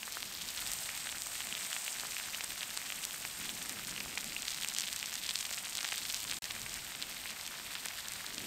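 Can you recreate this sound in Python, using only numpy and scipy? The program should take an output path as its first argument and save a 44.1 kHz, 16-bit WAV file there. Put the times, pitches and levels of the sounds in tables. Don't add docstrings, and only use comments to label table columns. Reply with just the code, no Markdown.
import sys
import numpy as np
from scipy import signal
from scipy.fft import rfft, irfft, next_fast_len
from scipy.io import wavfile
from scipy.ndimage import uniform_filter1d, map_coordinates

SR = 44100
rng = np.random.default_rng(int(sys.argv[2]) if len(sys.argv) > 2 else 0)


def file_out(sig):
    cols = np.atleast_2d(sig).T
    lim = np.clip(cols, -1, 1)
    pcm = np.round(lim * 32767).astype(np.int16)
    wavfile.write(sys.argv[1], SR, pcm)


def voltage_ratio(decibels):
    exponent = np.asarray(decibels, float) / 20
    return 10 ** exponent


N = 373086
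TIME = np.arange(N) / SR

# t/s, level/dB, fine bubbles over coarse/dB
FRYING = [(0, -51.5, 1), (.15, -49, -1.5), (.45, -48.5, -2), (.7, -45, 1.5), (1.2, -49, 2.5),
          (1.85, -46, 2), (2.5, -48, -0.5), (3.27, -48, 0.5), (3.5, -47.5, -0.5), (3.95, -49, 0),
          (4.8, -48, 0), (5.2, -49, -0.5), (5.45, -48, 0.5), (6.38, -47, 0.5), (6.43, -50, 1),
          (6.9, -51, 1), (7.9, -50.5, -0.5), (8.46, -51, 0)]
# t/s, peak level/dB, f/Hz, life/cycles
RESTING_PLOPS = [(0.0312, -22, 2600, 1.5), (1.0913, -22, 3370, 1), (0.1709, -23, 1390, 1.3),
                 (0.2295, -17, 2820, 0.52), (0.8917, -20, 2070, 0.92), (1.0713, -18.5, 2520, 0.35),
                 (1.1257, -22, 2380, 0.57), (1.4057, -18.5, 2540, 0.55), (1.471, -17, 2960, 0.44),
                 (1.526, -18, 2780, 1.6), (1.5515, -16.5, 3270, 1), (1.7297, -16.5, 2530, 0.47),
                 (1.7654, -16.5, 2390, 0.6), (1.88, -17.5, 2480, 1.12), (1.9982, -18, 4100, 1.2),
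                 (2.167, -19.5, 2400, 1.3), (2.1991, -19, 2520, 0.73), (2.3472, -19, 2730, 2.1),
                 (2.4086, -17, 2400, 0.76), (2.6086, -19.5, 3560, 1.4), (2.6318, -16.5, 3020, 1.1),
                 (2.7745, -13, 4360, 0.36), (2.9028, -17.5, 2650, 0.99), (2.9228, -17, 2800, 0.87),
                 (3.2513, -18, 2250, 1.1), (3.4931, -19, 3040, 1), (3.9632, -21.5, 2760, 1.5),
                 (3.9782, -21.5, 2630, 1.6), (4.0067, -22.5, 2450, 2.3), (4.1755, -17, 2210, 1.7)]
# t/s, peak level/dB, f/Hz, life/cycles
TURNED_PLOPS = [(4.3649, -20.5, 2500, 4.5), (4.4818, -12.5, 3600, 0.66), (5.578, -23, 2260, 1.4),
                (4.6345, -16.5, 3440, 1.2), (4.647, -17, 2480, 1.1), (4.7642, -20.5, 3240, 1.4),
                (4.8383, -22, 2740, 1.05), (4.8829, -22, 3360, 2.5), (5.0286, -19.5, 2510, 0.96),
                (5.294, -14.5, 3850, 1.1), (5.3091, -15.5, 3530, 1.2), (5.5124, -21.5, 2080, 0.66),
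                (5.4525, -17, 3000, 0.45), (5.782, -19, 3670, 2.4), (5.7897, -16.5, 2860, 0.64),
                (5.8456, -13.5, 3130, 0.49), (5.85, -15.5, 2040, 0.57), (5.889, -16, 2980, 0.84),
                (5.922, -16, 2920, 0.5), (5.9258, -16.5, 2030, 0.65), (6.3129, -12, 3770, 0.48),
                (6.324, -16.5, 2500, 0.61), (6.5096, -18, 3540, 1.4), (6.6637, -22, 2190, 0.98),
                (7.0248, -15, 3770, 1.4), (7.2578, -23, 2090, 1.2), (7.7533, -16, 3120, 0.58),
                (7.8607, -18.5, 2200, 0.27), (7.8853, -16, 4120, 0.47), (8.2649, -19.5, 4090, 1.5)]
# t/s, peak level/dB, f/Hz
RESTING_SNAPS = [(0.2242, -24, 4120), (0.6029, -23.5, 10470), (0.6735, -15.5, 7210), (0.7174, -14.5, 7000),
                 (0.735, -14, 7600), (1.2206, -17.5, 5520), (1.27, -18, 7250), (1.7423, -21, 7520),
                 (2.008, -22.9, 5560), (2.4391, -22, 5370), (2.4433, -16, 9100), (2.7695, -24, 7110),
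                 (3.0518, -14.5, 7050), (3.268, -28, 8190), (3.446, -27, 5940), (3.695, -17.5, 6400),
                 (3.911, -23, 5750), (6.3684, -24, 4800), (4.0034, -20.5, 4580), (6.4423, -18.5, 4770),
                 (6.6173, -19, 6800), (6.7417, -16.5, 7850), (7.3054, -19.5, 7800), (7.4117, -22, 4550),
                 (7.4646, -21, 5200), (7.8574, -13, 8360), (8.0843, -19.5, 6500), (8.1206, -20.5, 10110),
                 (8.136, -21, 9300), (8.3813, -19, 4500)]
# t/s, peak level/dB, f/Hz
TURNING_SNAPS = [(4.1804, -18.5, 4560), (4.2088, -19, 7540), (4.422, -17, 7570), (4.506, -18, 6700),
                 (4.6867, -10.5, 8300), (4.7386, -19, 7030), (4.7491, -16, 6760), (4.7856, -10.5, 6000),
                 (4.7985, -17, 5950), (4.8077, -13, 7000), (4.819, -18.5, 5200), (4.647, -18, 6500),
                 (4.9289, -15.5, 6540), (4.962, -16, 7470), (5.0588, -20, 5450), (5.1548, -19.5, 5700),
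                 (5.2638, -20, 4500), (5.3569, -13.5, 4700), (5.3893, -19, 5960), (5.409, -16.5, 5900),
                 (5.507, -17, 7450), (5.527, -18, 6760), (5.5386, -20.5, 4320), (5.753, -15, 4930),
                 (5.772, -16, 6600), (5.83, -20, 5560), (5.98, -18.5, 6220), (6.0942, -22, 6000),
                 (6.1248, -20, 6190), (6.1446, -13, 5400)]
# t/s, peak level/dB, f/Hz
MUFFLED_BURSTS = [(0.079, -26.5, 1170), (1.2666, -29.5, 1000), (1.2877, -37, 1100), (2.035, -25.5, 1200),
                  (2.051, -29, 930), (2.439, -29, 1290), (2.7746, -30, 1370), (4.06, -30, 960),
                  (5.47, -34, 1500), (5.844, -28, 1370), (7.6, -29, 1300)]
TURN = (4.2, 4.5, 6.3)
# from t/s, to t/s, level before/dB
WAKE = (.8, .9, -6)
# from t/s, to t/s
CUT = (6.3874, 6.4206)
# f/Hz, density level/dB
STEAM = [(240, -44), (400, -9), (707, 1.5), (1040, -0.5), (2240, 1), (6380, -1), (8280, -6), (10300, -2.5),
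         (14200, -2.5), (15800, -4)]
# f/Hz, density level/dB
JET = [(5200, -30), (6600, -2), (7600, 3), (8800, 3.5), (9800, -7), (11500, -34)]
# t/s, level/dB
DRAUGHT_LEVEL = [(0, -74), (.5, -67.5), (.7, -63), (1, -69), (1.45, -68), (1.7, -79), (2.35, -67),
                 (2.7, -71.5), (3.3, -70), (3.7, -66.5), (4.3, -66.5), (4.7, -70.5), (5.9, -70.5),
                 (6.75, -61), (6.95, -71), (7.4, -71), (8.46, -67)]
# full at t/s, hold/s, level/dB
FLARES = [
    (1.45, .1, 2.5),
    (3.37, 0.78, 6),
    (8.304, .2, 5),
]
# f/Hz, density level/dB
FLAME = [(53, -30), (90, -10), (199, 1.5), (313, -4.5), (469, -11), (600, -13), (780, -33), (1320, -120)]
# f/Hz, density level/dB
DRAUGHT = [(12, -33), (20, -3), (102, -5), (150, -10.5), (200, -29), (330, -120)]
# f/Hz, level/dB
MICROPHONE = [(100, -5), (3000, -1.5), (6300, -1.5), (8300, 2), (9000, -0.5), (10300, -9.5), (12000, -3.5),
              (14200, -4.5), (15600, -9.5)]
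# f/Hz, level/dB
SECOND_VIEW = [(4500, 2), (6300, -0.5), (8400, -0.5), (10500, -0.5), (13000, 0)]


def unit(x):
    return x / np.sqrt(np.mean(x ** 2) + 1e-20)


def along(points, hz):
    f, v = np.transpose(points)
    return np.interp(np.log(hz + 1), np.log(f + 1), v)


def curves(rows):
    s, *columns = np.transpose(rows)
    return [np.interp(TIME, s, column) for column in columns]


def wobble(rate):
    knots = rng.standard_normal(int(N * rate / SR) + 4)
    return map_coordinates(knots, [np.arange(N) * rate / SR])


def coloured(x, points, causal=False):
    m = 2 * next_fast_len(N // 2 + 4096)
    gain = voltage_ratio(along(points, np.fft.rfftfreq(m, 1 / SR)))
    if causal:
        cepstrum = irfft(np.log(gain + 1e-6), m)
        cepstrum[1:m // 2] *= 2
        cepstrum[m // 2 + 1:] = 0
        gain = np.exp(rfft(cepstrum))
    return irfft(rfft(x, m) * gain, m)[..., :N]


def turning():
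    return np.interp(TIME, [TURN[0], TURN[1], TURN[2], CUT[0]], [0, 1, 1, 0])


def bursts(s, db, hz, life, onset, splash_db, size):
    splash_t60 = .006
    start = np.clip(s * SR, 0, N - 1)
    step = np.arange(size)
    t = np.maximum(step - start[:, None] % 1, 0) / SR
    cycle = t * hz[:, None]
    decay = np.exp(-np.maximum(cycle - .75, 0) / life[:, None])
    swell = (1 - np.exp(-(cycle / onset) ** 2)) * decay
    ring = -np.sin(2 * np.pi * cycle * (1 + 0.011 * cycle)) * swell
    ring -= 0.97 * swell * (ring.sum(1) / swell.sum(1))[:, None]
    spray = uniform_filter1d(rng.standard_normal(t.shape), size=7, axis=1) * np.sin(2 * np.pi * 1.9 * cycle)
    splash = voltage_ratio(splash_db - 60 * t / splash_t60) * (cycle > .3) * spray
    rows = voltage_ratio(db)[:, None] * (ring + splash)
    place = start.astype(int)[:, None] + step
    return np.bincount(place.ravel(), rows.ravel(), N + size)[:N]


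def swarm(busy, count, mid_hz, octaves, spread_db, cap_db, life, onset, size):
    share = np.cumsum(busy)
    luck = rng.random((count, 2))
    draw = rng.standard_normal((count, 2))
    s = np.interp(luck[:, 0] * share[-1], share, TIME)
    cap = cap_db + 2 * draw[:, 1] - 1.2 * (s > CUT[1])
    db = np.minimum(-spread_db * np.log(1 - luck[:, 1]), cap)
    hz = np.clip(mid_hz * 2 ** (octaves * draw[:, 0]), 1400, 15500)
    lives = life * np.exp(0.21 * rng.standard_normal(count))
    return unit(bursts(s, db, hz, lives, onset, splash_db=-6, size=size))


def frying():
    vigour_db, fine_db = curves(FRYING)
    turn = turning()
    wake_db = np.interp(TIME, WAKE[:2], [WAKE[2], 0])
    crackle_db = vigour_db - 1.6 - 0.18 * fine_db - 1.5 * turn + wake_db + 0.93 * (TIME > CUT[1])
    spit_db = vigour_db - 0.53 - 0.98 * fine_db + 3.5 * turn + 1.7 * wobble(4)
    fizz_db = vigour_db - 0.6 + 1.0 * fine_db
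    mist_db = 0.4 * fizz_db - 28.5
    busy = np.exp(.42 * wobble(60))
    crackle = swarm(busy, count=2200, mid_hz=2220, octaves=0.32, spread_db=8.5, cap_db=15.5,
                    life=0.79, onset=0.42, size=150)
    spit = swarm(busy, count=3200, mid_hz=3855, octaves=0.19, spread_db=5.0, cap_db=14.0,
                 life=0.62, onset=0.4, size=120)
    fizz = swarm(busy, count=5500, mid_hz=7800, octaves=0.287, spread_db=5.0, cap_db=14.5,
                 life=1.0, onset=0.22, size=80)
    mist = swarm(busy, count=4000, mid_hz=12070, octaves=0.264, spread_db=8.5, cap_db=21.0,
                 life=0.74, onset=0.58, size=60)
    return voltage_ratio(crackle_db) * crackle + voltage_ratio(spit_db) * spit + voltage_ratio(fizz_db - 1.0) * fizz + voltage_ratio(mist_db) * mist


def strays(busy, count, mid_db, mid_hz, octaves):
    draw = rng.standard_normal((count, 2))
    share = np.cumsum(busy)
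    order = (np.arange(count) + 3 * rng.random(count)) / (count + 2)
    s = np.interp(order * share[-1], share, TIME)
    return np.array([s, mid_db + 0.73 * draw[:, 0], mid_hz * 2 ** (octaves * draw[:, 1])])


def large_bubbles():
    known = np.vstack([RESTING_PLOPS, TURNED_PLOPS]).T
    reach = .03 * 2 * SR
    near = np.bincount((known[0] * SR).astype(int), minlength=N)
    near = uniform_filter1d(near * reach, size=int(reach))
    busy = .4 * (TIME > WAKE[0]) + np.abs(near) + 2.5 * turning()
    some = strays(busy, count=60, mid_db=-23.5, mid_hz=3050, octaves=.2)
    return np.hstack([known, np.vstack([some, 0.77 + 0 * some[0]])])


def plops(large):
    s, db, hz, life = large
    ring = bursts(s - 0.81 / hz, db + 0.2, hz, .8 * life, onset=0.56, splash_db=-3.5, size=300)
    tick = bursts(s - .3 / hz, db - 21, 9000 + 0 * s, 0.59 + 0 * s, onset=0.13, splash_db=-9, size=300)
    return ring + tick


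def thuds(large):
    s, db, hz, _ = large
    body_db = db - 15.5 - 13.5 * np.abs(np.log2(hz / 2300))
    s, db, hz = np.hstack([[s, body_db, 0.4 * hz], np.transpose(MUFFLED_BURSTS)])
    return bursts(s - 0.61 / hz, db, hz, 0.21 + 0 * s, onset=0.32, splash_db=-15, size=300)


def snaps():
    some = strays(1 + 7 * turning(), count=56, mid_db=-22, mid_hz=6330, octaves=.22)
    s, db, hz = np.hstack([np.vstack([RESTING_SNAPS, TURNING_SNAPS]).T, some])
    life = .5 * np.exp(.25 * rng.standard_normal(len(s)))
    ring_db = db - 0.5 * along(MICROPHONE, hz) - 0.9
    ring = bursts(s - .5 / hz, ring_db, hz, life, onset=.1, splash_db=-2.0, size=300)
    tick = bursts(s - .5 / hz, db - 16, 13000 + 0 * s, .5 + 0 * s, onset=.1, splash_db=-20, size=60)
    return ring + tick


def pops():
    large = large_bubbles()
    return plops(large) + thuds(large) + snaps()


def steam():
    vigour_db, fine_db = curves(FRYING)
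    hiss = unit(coloured(rng.standard_normal(N), STEAM))
    jet = unit(voltage_ratio(1.5 * wobble(25)) * coloured(rng.standard_normal(N), JET))
    hiss_db = 0.84 * vigour_db - 3 - 1.1 * turning()
    jet_db = vigour_db - 7 + 2.4 * fine_db
    return voltage_ratio(hiss_db) * hiss + voltage_ratio(jet_db) * jet


def fire():
    rise, fall = 0.069, 0.61
    draught_db, = curves(DRAUGHT_LEVEL)
    flame_db = -41 + .25 * draught_db
    for s, hold, db in FLARES:
        corners = s + np.cumsum([-rise, rise, hold, fall])
        flame_db = flame_db + np.interp(TIME, corners, [0, db, db, 0])
    flutter_db = 1.56 * wobble(14) + 0.84 * wobble(5)
    flame = unit(voltage_ratio(flutter_db) * coloured(rng.standard_normal(N), FLAME))
    draught = unit(voltage_ratio(0.81 * wobble(6)) * coloured(rng.standard_normal(N), DRAUGHT))
    return voltage_ratio(flame_db) * flame + voltage_ratio(draught_db + 8.0) * draught


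def scene():
    sizzle = voltage_ratio(-0.43) * (frying() + voltage_ratio(-0.45) * steam())
    sizzle = np.where(TIME < CUT[1], sizzle, coloured(sizzle, SECOND_VIEW))
    return (pops() + sizzle + fire())[None]


def roll_off(x):
    return signal.sosfilt(signal.butter(12, 16650, fs=SR, output="sos"), x)


def record(dry):
    top_hz = 15680
    x = coloured(dry, MICROPHONE, causal=True)
    low = coloured(x, [(top_hz, 0), (top_hz + 60, -120)])
    high = coloured(x - low, [(top_hz, 0), (16200, -12), (16600, -20)])
    sharp = uniform_filter1d(1. * (np.abs(x) > voltage_ratio(-21)), size=200) > 0
    x = low + voltage_ratio(-4) * uniform_filter1d(1. * sharp, size=200) * high
    inside = np.minimum(TIME - CUT[0], CUT[1] - TIME)
    smear_db = -30 - 1800 * inside - 300 * (TIME - CUT[0])
    x = x * np.where(inside > 0, voltage_ratio(smear_db), 1)
    return roll_off(x)


dry = scene()
out = record(dry)
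file_out(out)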